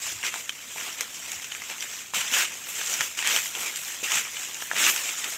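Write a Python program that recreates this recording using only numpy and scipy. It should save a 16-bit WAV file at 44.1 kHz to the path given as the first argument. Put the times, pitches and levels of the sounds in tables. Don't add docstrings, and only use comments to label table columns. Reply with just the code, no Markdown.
import sys
import numpy as np
from scipy import signal
from scipy.io import wavfile

SR = 44100
rng = np.random.default_rng(int(sys.argv[2]) if len(sys.argv) > 2 else 0)


def persist_wave(psi):
    counts = np.round(np.clip(psi, -1, 1) * 32767).astype(np.int16)
    wavfile.write(sys.argv[1], SR, np.atleast_2d(counts).T)


N = 237213
TIME, HZ = np.arange(N) / SR, np.fft.rfftfreq(N, 1 / SR)

# frequency_hz, gain_db
CRUNCH_COLOUR = [(130, -23.5), (320, -15.5), (650, -13), (1150, -8.5), (1750, -3.5), (2450, 0.5),
                 (3100, -.5), (3700, -4), (4480, -9.5), (5870, -1), (7400, 2), (9900, -14), (12500, -7.5),
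                 (15500, -14.5)]
# low_hz, centre_hz, high_hz
LEAF_ZONES = [(170, 550, 1200), (1200, 2500, 4500), (4500, 7000, 9800), (9800, 11500, 16000)]
# time_s, level_db
RUSTLE_LEVELS = [(0, -43.5), (.42, -45), (.53, -46), (.95, -43), (1.1, -45), (1.5, -43), (1.98, -42),
                 (2.12, -49), (2.5, -42.5), (2.62, -43), (2.95, -37), (3.14, -45), (3.6, -40), (4, -42),
                 (4.68, -41), (5, -36), (5.38, -44)]
# start_s, length_s, level_db, extra_fizz_db
LEG_BRUSHES = [(0, .12, -34, -2), (0.327, 0.078, -41, 4), (0.702, 0.18, -42.5, 1),
               (1.115, 0.044, -37.5, -5), (1.2, 0.16, -40.5, -2.5), (1.8, 0.17, -42.5, -14),
               (2.667, 0.031, -38.5, 8), (2.734, 0.16, -35.5, 0.5), (2.879, 0.068, -33, 1),
               (3.007, 0.051, -35, 2.5), (3.34, 0.12, -33, 3.5), (3.573, 0.076, -35, 3.5),
               (3.742, 0.16, -39.5, 5.5), (4.324, 0.13, -37.5, -5), (4.607, 0.02, -43.5, 11),
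               (4.863, 0.05, -31.5, 10), (4.936, 0.17, -36, -0.5), (5.16, 0.032, -32, -3),
               (5.27, 0.067, -34, 0)]
# start_s, length_s, level_db, extra_pressing_db
LIGHT_TREADS = [(0.048, 0.076, -42, 2), (.232, 0.046, -30, -7), (0.319, .06, -39, 0),
                (0.763, .125, -38, 0.5), (.97, 0.081, -40, 0.5), (1.687, .025, -36.5, 3.5),
                (1.813, .025, -37.5, -3), (2.77, 0.036, -36.5, -2), (2.887, 0.047, -37.5, 4),
                (2.978, 0.037, -35, 2), (3.54, 0.16, -38.5, 3.5), (5.229, 0.024, -37, 5.5)]
# heel_start_s, heel_db, sole_start_s, sole_rise_s, sole_length_s, sole_db
NEAR_STEPS = [(2.138, -25.5, 2.3, 0.036, 0.13, -24), (3.167, -31, 3.23, 0.042, 0.14, -26.5),
              (4.029, -30, 4.065, 0.087, 0.12, -25.5), (4.749, -31.5, 4.74, 0.067, .15, -22.5)]
# pressing_db, crushing_db, rubbing_db, fizz_db
RUSTLE_ZONE_DB = (-11, 1, 2, -7)
BRUSH_ZONE_DB = (-21.5, -5.5, 0, -10)
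TREAD_ZONE_DB = (-10, 0, -2.5, -13.5)
STEP_ZONE_DB = (-15, 0, -2, -11.5)
# frequency_hz, density_db
AIR_SPECTRUM = [(20, -18), (45, -18), (85, -4), (130, -4.5), (220, -3), (500, -9), (2000, -21.5)]
# frequency_hz, t60_s
FOREST_DECAY = [(300, 0.11), (2500, 0.076), (12000, 0.17)]
# start_s, level_db, centre_hz, t60_s
SOIL_IMPACTS = [(0.037, -63, 89, 0.46), (.15, -64, 85, 0.14), (1.331, -67, 91, .16),
                (2.161, -63, 129, 0.15), (2.998, -61, 141, 0.07), (4.153, -61, 143, 0.098),
                (4.737, -61, 150, 0.44)]
# pitch_ratio, relative_db
RING_MODES = [(.6, -3), (.84, -0.5), (1.001, 7.5), (1.24, -20)]
# start_s, pitch_hz, ring_db, splinter_db, splinter_t60_s
TWIG_SNAPS = [(0.2297, 2750, -31, -37, .03), (0.2371, 2020, -29, -48, .02), (0.2655, 5600, -31, -38, .02),
              (.3408, 1510, -31.5, -30, .017), (0.3589, 930, -36.5, -40, .016),
              (0.4938, 3080, -24, -29.5, 0.025), (.7604, 860, -38, -46, .016),
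              (0.7813, 2320, -34, -38, .016), (.811, 2020, -37, -39, .016), (.928, 5510, -36.5, -41, .016),
              (1.0083, 8500, -37, -22.5, .022), (1.0088, 2000, -31.5, -40, .03),
              (1.318, 6870, -47, -29, 0.017), (1.4434, 2540, -33, -33, 0.032),
              (1.5204, 3030, -30, -42, .016), (1.5497, 2460, -33, -38, .015),
              (1.6197, 2090, -34, -43, .016), (1.6995, 2820, -37, -35, .03), (1.807, 5800, -30, -50, .03),
              (1.8247, 3020, -29.5, -31.5, .025), (2.1365, 1015, -30, -31, .04),
              (2.3393, 2980, -22.5, -25, .02), (2.814, 1590, -29.5, -32, .016),
              (2.862, 6980, -30, -42, .03), (2.873, 5900, -29.5, -45, .017), (2.9394, 5810, -25, -34, .016),
              (3.008, 1770, -22.5, -22.5, 0.02), (3.015, 1640, -27.5, -27, 0.018),
              (3.1898, 2960, -26.5, -30, .016), (3.2258, 1840, -28.5, -30, .026),
              (3.2737, 7700, -25, -24.5, .02), (3.3628, 2970, -19, -20, .026),
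              (3.3732, 1810, -27, -25, .016), (3.388, 2520, -25, -36, .016),
              (3.4585, 2040, -32.5, -34, .016), (3.5514, 3200, -31, -33, .018),
              (3.7596, 7200, -29, -32, .008), (3.7718, 7960, -32, -43, .01), (4.0295, 445, -38, -39, .04),
              (4.119, 2840, -24.5, -24.5, .025), (4.174, 2500, -23, -34, .012),
              (4.2523, 2320, -32.5, -47, .017), (4.3694, 3000, -30, -37, .02),
              (4.545, 6740, -34, -38, 0.017), (4.6229, 1650, -30.5, -32.5, .025),
              (4.714, 1700, -22, -36, .016), (4.7336, 680, -38.5, -35, .015),
              (4.7638, 1970, -27.5, -29, .03), (4.8653, 2890, -26, -18, .013),
              (4.898, 2600, -25, -25, 0.016), (4.9616, 2350, -28.5, -23.5, .025),
              (5.0913, 2240, -30.5, -39, .023), (5.2426, 3100, -29, -27, .037)]


def gain_of(db):
    return 10 ** (np.asarray(db) / 20)


def unit_rms(x):
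    return x / np.sqrt(np.mean(x ** 2) + 1e-20)


def curve_at(points, hz):
    knots_hz, values = np.transpose(points)
    return np.interp(np.log(hz + 1), np.log(knots_hz + 1), values)


def add(mix, start_s, sound):
    part = mix[max(round(start_s * SR), 0):][:len(sound)]
    part += sound[:len(part)]


def coloured(x, spectrum):
    log_gain = np.log(gain_of(curve_at(spectrum, abs(np.fft.fftfreq(2048, 1 / SR)))))
    taps = np.fft.ifft(np.exp(np.conj(signal.hilbert(log_gain)))).real
    return signal.fftconvolve(x, taps)[:len(x)]


def stroke(start_s, length_s, rise_s, t60_s):
    t = TIME - start_s
    return np.clip(t / rise_s, 0, 1) ** 2 * gain_of(-120 * np.maximum(t - length_s, 0) / t60_s)


def zone_levels():
    motions = [(np.interp(TIME, *np.transpose(RUSTLE_LEVELS)), RUSTLE_ZONE_DB, 1)]
    for heel_s, heel_db, sole_s, rise_s, length_s, sole_db in NEAR_STEPS:
        heel = stroke(heel_s, length_s=0.0087, rise_s=0.0087, t60_s=0.92)
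        sole = stroke(sole_s, length_s, rise_s, t60_s=0.18)
        motions += [(heel_db, STEP_ZONE_DB, heel), (sole_db, STEP_ZONE_DB, sole)]
    for start_s, length_s, db, pressing_db in LIGHT_TREADS:
        tread = stroke(start_s, length_s, rise_s=0.011, t60_s=0.21)
        motions.append((db, np.add(TREAD_ZONE_DB, [pressing_db, 0, 0, 0]), tread))
    for start_s, length_s, db, fizz_db in LEG_BRUSHES:
        brush = stroke(start_s, length_s, rise_s=0.023, t60_s=0.32)
        motions.append((db, np.add(BRUSH_ZONE_DB, [0, 0, 0, fizz_db]), brush))
    power = sum(np.outer(gain_of(zone_db) ** 2, gain_of(db) ** 2 * envelope)
                for db, zone_db, envelope in motions)
    return 10 * np.log10(power)


def fractures(per_s, spread_db, t60_s):
    chance = np.clip(per_s / SR, 1e-4, 1)
    energy = gain_of(spread_db * np.minimum(rng.exponential(1, N), 3.6)) ** 2
    breaks = energy * (rng.random(N) < chance) / chance
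    power = signal.lfilter([1], [1, -gain_of(-120 / (t60_s * SR))], breaks)
    return power / power.mean()


def crackle(low_hz, high_hz, broadband, activity, broadband_share=0.57):
    smallness = np.sqrt(low_hz * high_hz) / 2500
    local = fractures(750 * activity * smallness ** 0.7, spread_db=1.5, t60_s=0.02 / smallness ** 0.064)
    power = broadband_share * broadband + (1 - broadband_share) * local
    band = signal.butter(3, [low_hz, high_hz], "band", fs=SR, output="sos")
    return signal.sosfilt(band, np.sqrt(power) * rng.standard_normal(N))


def curl_resonances(x, depth_db=2.0, width_hz=110, length_s=0.0085):
    hz, t, spectra = signal.stft(x, SR, nperseg=512, noverlap=384)
    offsets = np.arange(-12, 13)
    across_hz = np.exp(-(offsets * hz[1] / width_hz) ** 2 / 2)
    across_time = np.exp(-(offsets * t[1] / length_s) ** 2 / 2)
    patch = np.outer(across_hz, across_time)
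    ripple = signal.fftconvolve(rng.standard_normal(spectra.shape), patch, "same")
    peaks = unit_rms(gain_of(depth_db * unit_rms(ripple)))
    return signal.istft(spectra * peaks, SR, nperseg=512, noverlap=384)[1][:N]


def leaves(band_count=14):
    levels_db = zone_levels()
    activity = gain_of(0.3 * (levels_db[1] + 35))
    buckling = fractures(900 * activity, spread_db=4.0, t60_s=0.07)
    ticking = fractures(500 * activity, spread_db=3.5, t60_s=0.0012)
    broadband = 0.59 * buckling + 0.19 * ticking
    density = gain_of(curve_at(CRUNCH_COLOUR, HZ)) ** 2
    zone_power = [np.mean(density * (HZ > low) * (HZ < high)) for low, _, high in LEAF_ZONES]
    drive_db = levels_db - 10 * np.log10(np.c_[zone_power])
    centres_hz = np.array(LEAF_ZONES)[:, 1]
    edges_hz = np.linspace(np.cbrt(170), np.cbrt(16500), band_count + 1) ** 3
    crunch = np.zeros(N)
    for low_hz, high_hz in zip(edges_hz, edges_hz[1:]):
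        mid_hz = np.sqrt(low_hz * high_hz)
        weights = [curve_at(np.c_[centres_hz, zone], mid_hz) for zone in np.eye(len(LEAF_ZONES))]
        crunch += gain_of(weights @ drive_db) * crackle(low_hz, high_hz, broadband, activity)
    return curl_resonances(coloured(crunch, CRUNCH_COLOUR))


def air(level_db=-57):
    return gain_of(level_db) * unit_rms(coloured(rng.standard_normal(N), AIR_SPECTRUM))


def forest_echoes(x, echoes_per_s=2500, first_echo_s=0.004):
    reflections = rng.standard_normal(SR // 2) * (rng.random(SR // 2) < echoes_per_s / SR)
    reflections[:round(first_echo_s * SR)] = 0
    hz, t, spectra = signal.stft(reflections, SR, nperseg=256)
    decay = gain_of(-60 * t / curve_at(FOREST_DECAY, hz)[:, None])
    tail = signal.istft(spectra * decay, SR)[1]
    return signal.fftconvolve(x, tail / np.linalg.norm(tail))[:N]


def footfalls():
    thuds, t = np.zeros(N), np.arange(SR // 4) / SR
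    for start_s, level_db, centre_hz, t60_s in SOIL_IMPACTS:
        soil = signal.butter(3, [centre_hz / 1.3, centre_hz * 1.48], "band", fs=SR, output="sos")
        push = rng.standard_normal(len(t)) * gain_of(-60 * t / t60_s)
        add(thuds, start_s, gain_of(level_db) * unit_rms(signal.sosfilt(soil, push)))
    return thuds


def snap(pitch_hz, ring_db, splinter_db, splinter_t60_s=0.015):
    t = np.arange(SR // 12) / SR
    modes = sum(gain_of(db) * np.sin(2 * np.pi * pitch_hz * ratio * rng.uniform(0.98, 1.02) * t)
                for ratio, db in RING_MODES)
    ring_t60_s = 0.01 * (2500 / pitch_hz) ** 0.2
    onset = 1 - np.exp(-t * pitch_hz / 0.64)
    ring = modes * onset * gain_of(-60 * t / ring_t60_s)
    fibres = rng.standard_normal(len(t)) * gain_of(-60 * t / splinter_t60_s)
    fibres[0] += 1.6
    span_hz = np.clip([pitch_hz / 6, 4 * pitch_hz], 80, 19000)
    crack = signal.lfilter(*signal.butter(1, span_hz, "band", fs=SR), fibres)
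    splinter = coloured(crack, CRUNCH_COLOUR)
    attack_gain = np.sqrt(0.005 / t[-1])
    sound = attack_gain * (gain_of(ring_db) * unit_rms(ring) + gain_of(splinter_db) * unit_rms(splinter))
    return signal.lfilter(*signal.butter(2, 120, "high", fs=SR), sound)


def twigs(sprigs_per_s=6, low_hz=1500, high_hz=6850):
    snaps = np.zeros(N)
    for start_s, *twig in TWIG_SNAPS:
        add(snaps, start_s, snap(*twig))
    for when, thinness in rng.random((round(sprigs_per_s * N / SR), 2)):
        start_s = when * N / SR
        pitch_hz = low_hz * (high_hz / low_hz) ** thinness
        rustle_db = np.interp(start_s, *np.transpose(RUSTLE_LEVELS))
        add(snaps, start_s, snap(pitch_hz, ring_db=rustle_db + 0.5, splinter_db=rustle_db + 1))
    return snaps


def scene():
    litter, snaps = leaves(), twigs()
    echoes = forest_echoes(gain_of(-16.5) * litter + gain_of(-7.5) * snaps)
    return (litter + snaps + echoes + footfalls() + air())[None]


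def record(dry):
    lowpass = signal.firwin(511, 15750, window=("kaiser", 9), fs=SR)
    return signal.oaconvolve(dry, lowpass[None], "same")


dry = scene()
out = record(dry)
persist_wave(out)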